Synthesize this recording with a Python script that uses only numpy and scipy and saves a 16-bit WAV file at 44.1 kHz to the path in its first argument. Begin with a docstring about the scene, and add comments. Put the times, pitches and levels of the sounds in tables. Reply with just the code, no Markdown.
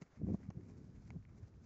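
"""A horse trots on soft arena dirt, a few metres from a small microphone in a light wind.
From the start, landing and dragging hooves scuff up grit, and hoof or tack gives an occasional dry tick.
At 0.2-0.4 s one strong gust rumbles and buffets the microphone; a few single buffets follow.
From 0.6 s the tack clinks now and then, and near 1 s the rumble turns deeper.
Faint outdoor hiss lies under it all."""
import sys
import numpy as np
from scipy import signal
from scipy.fft import rfft, irfft, next_fast_len
from scipy.io import wavfile
from scipy.ndimage import uniform_filter1d

SR = 44100
rng = np.random.default_rng(int(sys.argv[2]) if len(sys.argv) > 2 else 0)


def dump(signal):
    """Clip the signal to [-1, 1] and save it as 16-bit WAV at the path in sys.argv[1]."""
    limited = np.clip(np.atleast_2d(signal).T, -1, 1)
    pcm = np.round(limited * 32767).astype(np.int16)
    wavfile.write(sys.argv[1], SR, pcm)


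N = 72765


# hooves scuffing the dirt (time [s], crunch level [dB], hiss level [dB], decay time [s])
HOOF_SCUFFS = [(0.021, -61, -64.5, 0.0089), (0.068, -70.5, -80, 0.011), (0.162, -73, -82.5, 0.036),
               (0.285, -75, -80.5, 0.027), (.339, -75.5, -76, 0.019), (0.434, -75, -83, 0.058),
               (0.648, -79.5, -82.5, 0.11), (0.697, -72.5, -76.5, 0.014), (0.746, -83, -95, 0.0017),
               (0.777, -86, -79.5, 0.0081), (0.852, -84.5, -84, 0.088), (0.961, -75.5, -83.5, 0.024),
               (1.023, -80, -80, 0.014), (1.078, -75, -77.5, 0.03), (1.292, -74.5, -90, 0.024),
               (1.382, -76, -77.5, 0.023), (1.435, -73, -78.5, 0.0074), (1.479, -76.5, -78, 0.011),
               (1.641, -73, -73, 0.013)]
# spectra of crunching clods and hissing sand (frequency [Hz], gain [dB])
CLOD_SPECTRUM = [(200, -11), (500, 8.5), (1000, 4), (1600, -0.5), (2250, 4.5), (3100, -20), (5000, -31)]
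SAND_SPECTRUM = [(1500, -28.5), (3100, -15), (4300, -5), (5200, -3.5), (6600, -3), (8000, -9.5)]

def scuffs(grains_per_s=4600, spread_db=2.5, rise_to_decay=0.65):
    """Shot noise: dense random grain impacts swell and settle as a hoof lands or drags."""
    t = np.arange(N) / SR
    impacts = rng.random(N) < grains_per_s / SR
    grains = impacts * rng.standard_normal(N) * undb(spread_db * rng.standard_normal(N))
    crunch = unit(colour(grains, CLOD_SPECTRUM))
    hiss = unit(colour(grains, SAND_SPECTRUM))
    out = np.zeros(N)
    for at, crunch_db, hiss_db, decay in HOOF_SCUFFS:
        push = np.exp(-np.maximum((t - at) / decay, (at - t) / (decay * rise_to_decay)))
        out += push * (undb(crunch_db) * crunch + undb(hiss_db) * hiss)
    return out


# dry ticks of hoof or tack (time [s], knock [dB], clack [dB], snap [dB], thud [dB])
DRY_TICKS = [(0.0169, -64, -64, -63.5, -47), (0.0211, -52.5, -54.5, -58.5, -46.5),
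             (0.4313, -68, -60, -73.5, -79.5), (.5033, -45, -58.5, -54.5, -56.5),
             (0.506, -52, -58, -63.5, -68.5), (.699, -55.5, -75.5, -75, -67),
             (1.1042, -47, -50, -55.5, -53)]
# the four broad bands of a tick (frequency [Hz], gain [dB])
KNOCK_BAND = [(200, 3), (450, 2.5), (780, 3.5), (1100, -0.5), (1450, -29.5), (2000, -15.5), (4000, -56)]
CLACK_BAND = [(700, -40.5), (1400, -0.5), (1750, -3), (2150, 4.5), (2450, -11), (2750, -7.5), (3300, -19.5),
              (6000, -31.5)]
SNAP_BAND = [(2000, -25.5), (2900, -2.5), (3500, -9.5), (4300, -3), (5100, -5.5), (5700, -4), (6400, 1.5),
             (7100, -5), (8500, -38.5)]
THUD_BAND = [(40, -29.5), (100, -3.5), (175, 3.5), (270, -10.5), (400, -9), (700, -36.5), (2000, -61.5)]

def ticks(contact_s=0.00046, crumble_s=0.0044, crumble_db=-2):
    """Impact excitation: a sharp contact and a short crumbling tail ring four broad bands."""
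    t = np.arange(N // 16) / SR
    contact = np.exp(-t / contact_s) + undb(crumble_db) * np.exp(-t / crumble_s)
    out = np.zeros(N)
    for at, *levels in DRY_TICKS:
        for db, band in zip(levels, (KNOCK_BAND, CLACK_BAND, SNAP_BAND, THUD_BAND)):
            add(out, at, undb(db) * strike(contact, band, grit=0.87))
    return out


# small clinks of the tack (time [s], peak level [dB], frequency [Hz])
TACK_CLINKS = [(0.611, -66.5, 1860), (1.1051, -53, 2310), (1.1095, -68.5, 2600), (1.226, -70, 2250),
               (1.2518, -58.5, 2170), (1.541, -72, 2330)]

def clinks(rise_s=0.0004, decay_s=0.00065):
    """Damped free vibration: a tapped piece of tack rings for a moment in a single mode."""
    t = np.arange(N // 16) / SR
    envelope = (1 - np.exp(-t / rise_s)) * np.exp(-t / decay_s)
    envelope /= envelope.max()
    out = np.zeros(N)
    for at, db, hz in TACK_CLINKS:
        add(out, at, undb(db) * envelope * np.sin(2 * np.pi * hz * t))
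    return out


# strength of the wind's three bands (time [s], level [dB])
DEEP_ENVELOPE = [(.3, -80), (.9, -68.5), (.98, -55.5), (1.05, -63.5), (1.13, -57), (1.2, -60), (1.25, -60),
                 (1.37, -65.5), (1.45, -57.5), (1.51, -66.5), (1.56, -57), (1.65, -66.5)]
RUMBLE_ENVELOPE = [(0, -72), (.15, -83.5), (.178, -55), (.23, -43), (.275, -39.5), (.345, -40.5),
                   (.375, -60), (.45, -53.5), (.53, -57.5), (.6, -55.5), (.8, -56), (1.03, -58.5),
                   (1.12, -54.5), (1.18, -51), (1.225, -67), (1.34, -58), (1.45, -64.5), (1.51, -71),
                   (1.575, -65), (1.65, -62.5)]
FLUTTER_ENVELOPE = [(0, -74), (.15, -85.5), (.19, -73), (.217, -52.5), (.252, -67.5), (.278, -48.5),
                    (.335, -47.5), (.375, -76), (.405, -61.5), (.44, -82), (.5, -68.5), (.555, -67),
                    (.595, -57), (.63, -67.5), (.78, -62.5), (1.0, -74), (1.08, -76), (1.16, -58.5),
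                    (1.2, -90), (1.37, -68), (1.48, -72), (1.65, -71)]
# their spectra (frequency [Hz], gain [dB])
DEEP_SPECTRUM = [(20, -32), (45, -9), (85, -3.5), (125, -6), (180, -23), (400, -59)]
RUMBLE_SPECTRUM = [(20, -31), (32, -22), (48, -5.5), (90, 3), (130, 2.5), (210, 0), (290, -10.5),
                   (400, -22.5), (700, -60), (1500, -66.5)]
FLUTTER_SPECTRUM = [(120, -19), (220, -0.5), (310, 1.5), (430, -4), (620, -17.5), (850, -26.5),
                    (1300, -46.5), (2500, -52), (5000, -76.5)]

def wind():
    """Turbulent pressure on the microphone: a rumble that deepens late, with flutter in the gust."""
    deep = turbulence(DEEP_SPECTRUM, even_s=0.019) * curve(DEEP_ENVELOPE)
    rumble = turbulence(RUMBLE_SPECTRUM, even_s=0.052) * curve(RUMBLE_ENVELOPE)
    flutter = turbulence(FLUTTER_SPECTRUM, even_s=0.022) * curve(FLUTTER_ENVELOPE)
    return deep + rumble + flutter


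# wind buffets (time [s], peak level [dB], frequency [Hz], smoothness [-], slap level [dB])
WIND_BUFFETS = [(0.218, -33.5, 211, 4.5, -56.5), (0.2383, -32, 158, 11.7, -66),
                (.248, -33.5, 165, 5.4, -62), (.268, -43, 149, 5, -53.5), (.288, -34.5, 250, 3.2, -51.5),
                (0.304, -32.5, 215, 27, -53.5), (0.3212, -34, 190, 3.9, -53),
                (0.3448, -27.5, 179, 4.9, -41.5), (.351, -40.5, 244, 2.8, -56.5),
                (0.491, -33, 126, 5.5, -75.5), (.575, -35.5, 121.3, 5.9, -62), (1.131, -45, 115, 6, -73.5),
                (1.163, -42, 167.6, 56, -61), (1.205, -49, 102, 5.2, -77), (1.436, -44.5, 95, 16, -70)]
# spectrum of a buffet's slap (frequency [Hz], gain [dB])
SLAP_SPECTRUM = [(150, -16.5), (350, 3), (480, -8), (680, 1), (850, -14), (1150, -14.5), (1500, -43),
                 (3000, -54)]

def buffets(slap_s=0.00062):
    """Vortex suction: an eddy crosses the microphone as a pressure dip between swells, with a slap."""
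    t = np.arange(N) / SR
    contact = np.exp(-t[:N // 16] / slap_s)
    out = np.zeros(N)
    for at, db, hz, smoothness, slap_db in WIND_BUFFETS:
        passage = 2 * np.pi * hz * (t - at) / smoothness  # a smoother eddy swings for longer
        suction = np.real((1 + 1j * passage) ** -(smoothness + 1))
        out -= undb(db) * suction
        add(out, at, undb(slap_db) * strike(contact, SLAP_SPECTRUM, grit=0.79))
    return out


# spectrum of the outdoor hiss (frequency [Hz], gain [dB])
AIR_SPECTRUM = [(40, 13), (300, 5), (800, -1.5), (1500, -2.5), (2200, -11.5), (3100, -16), (4200, -16),
                (6600, -14), (8000, -26)]

def air(level_db=-74.5, waver_db=1.67):
    """Amplitude-modulated broadband noise: a faint outdoor hiss that wavers slightly."""
    hiss = unit(colour(rng.standard_normal(N), AIR_SPECTRUM))
    return hiss * undb(level_db + waver_db * wander(rate_hz=31))


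def strike(contact, spectrum, grit):
    """Source and filter: an impulse plus a gritty noise burst rings a body; the peak is roughly 1."""
    impulse = 1. * (np.arange(len(contact)) == 0)
    roughness = grit * rng.standard_normal(len(contact)) * contact / np.linalg.norm(contact)
    clean_ring = colour(impulse, spectrum)
    crest_factor = np.abs(clean_ring).max() / clean_ring.std()
    return unit(colour(impulse + roughness, spectrum)) / crest_factor


def turbulence(spectrum, even_s):
    """Random pressure fluctuation: coloured noise divided by its running RMS over even_s."""
    pressure = colour(rng.standard_normal(N), spectrum)
    power = uniform_filter1d(pressure ** 2, int(even_s * SR))
    return pressure / np.sqrt(power + 1e-18)


def colour(x, spectrum):
    """Minimum-phase filtering by a response of (frequency [Hz], gain [dB]) points."""
    size = 2 * next_fast_len(len(x))
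    hz, db = np.array(spectrum).T
    bin_hz = np.maximum(np.arange(size // 2 + 1) * SR / size, 1)
    gain = undb(np.interp(np.log(bin_hz), np.log(hz), db))
    cepstrum = irfft(np.log(gain))
    cepstrum[1:size // 2] *= 2  # folding onto positive time makes the filter causal
    cepstrum[size // 2 + 1:] = 0
    return irfft(rfft(x, size) * np.exp(rfft(cepstrum)))[:len(x)]


def wander(rate_hz):
    """Low-pass noise: two moving averages leave a smooth drift with an RMS of 1."""
    width = int(SR / rate_hz)
    return unit(uniform_filter1d(uniform_filter1d(rng.standard_normal(N), width), width))


def curve(envelope):
    """Gain interpolated between (time [s], level [dB]) points."""
    return undb(np.interp(np.arange(N) / SR, *np.array(envelope).T))


def undb(db):
    return 10 ** (np.asarray(db) / 20)


def unit(x):
    return x / np.sqrt(np.mean(x ** 2))


def add(out, at, sound):
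    start = int(at * SR)
    out[start:start + len(sound)] += sound[:N - start]


def scene():
    """Superposition: wind, horse and outdoor hiss sum in one channel."""
    return (wind() + buffets() + scuffs() + ticks() + clinks() + air())[None]


def record(dry):
    """Band limiting: an elliptic low-pass cuts the treble steeply."""
    cutoff_hz = 7600
    return signal.sosfilt(signal.ellip(8, .3, 70, cutoff_hz, fs=SR, output="sos"), dry)


dry = scene()
out = record(dry)
dump(out)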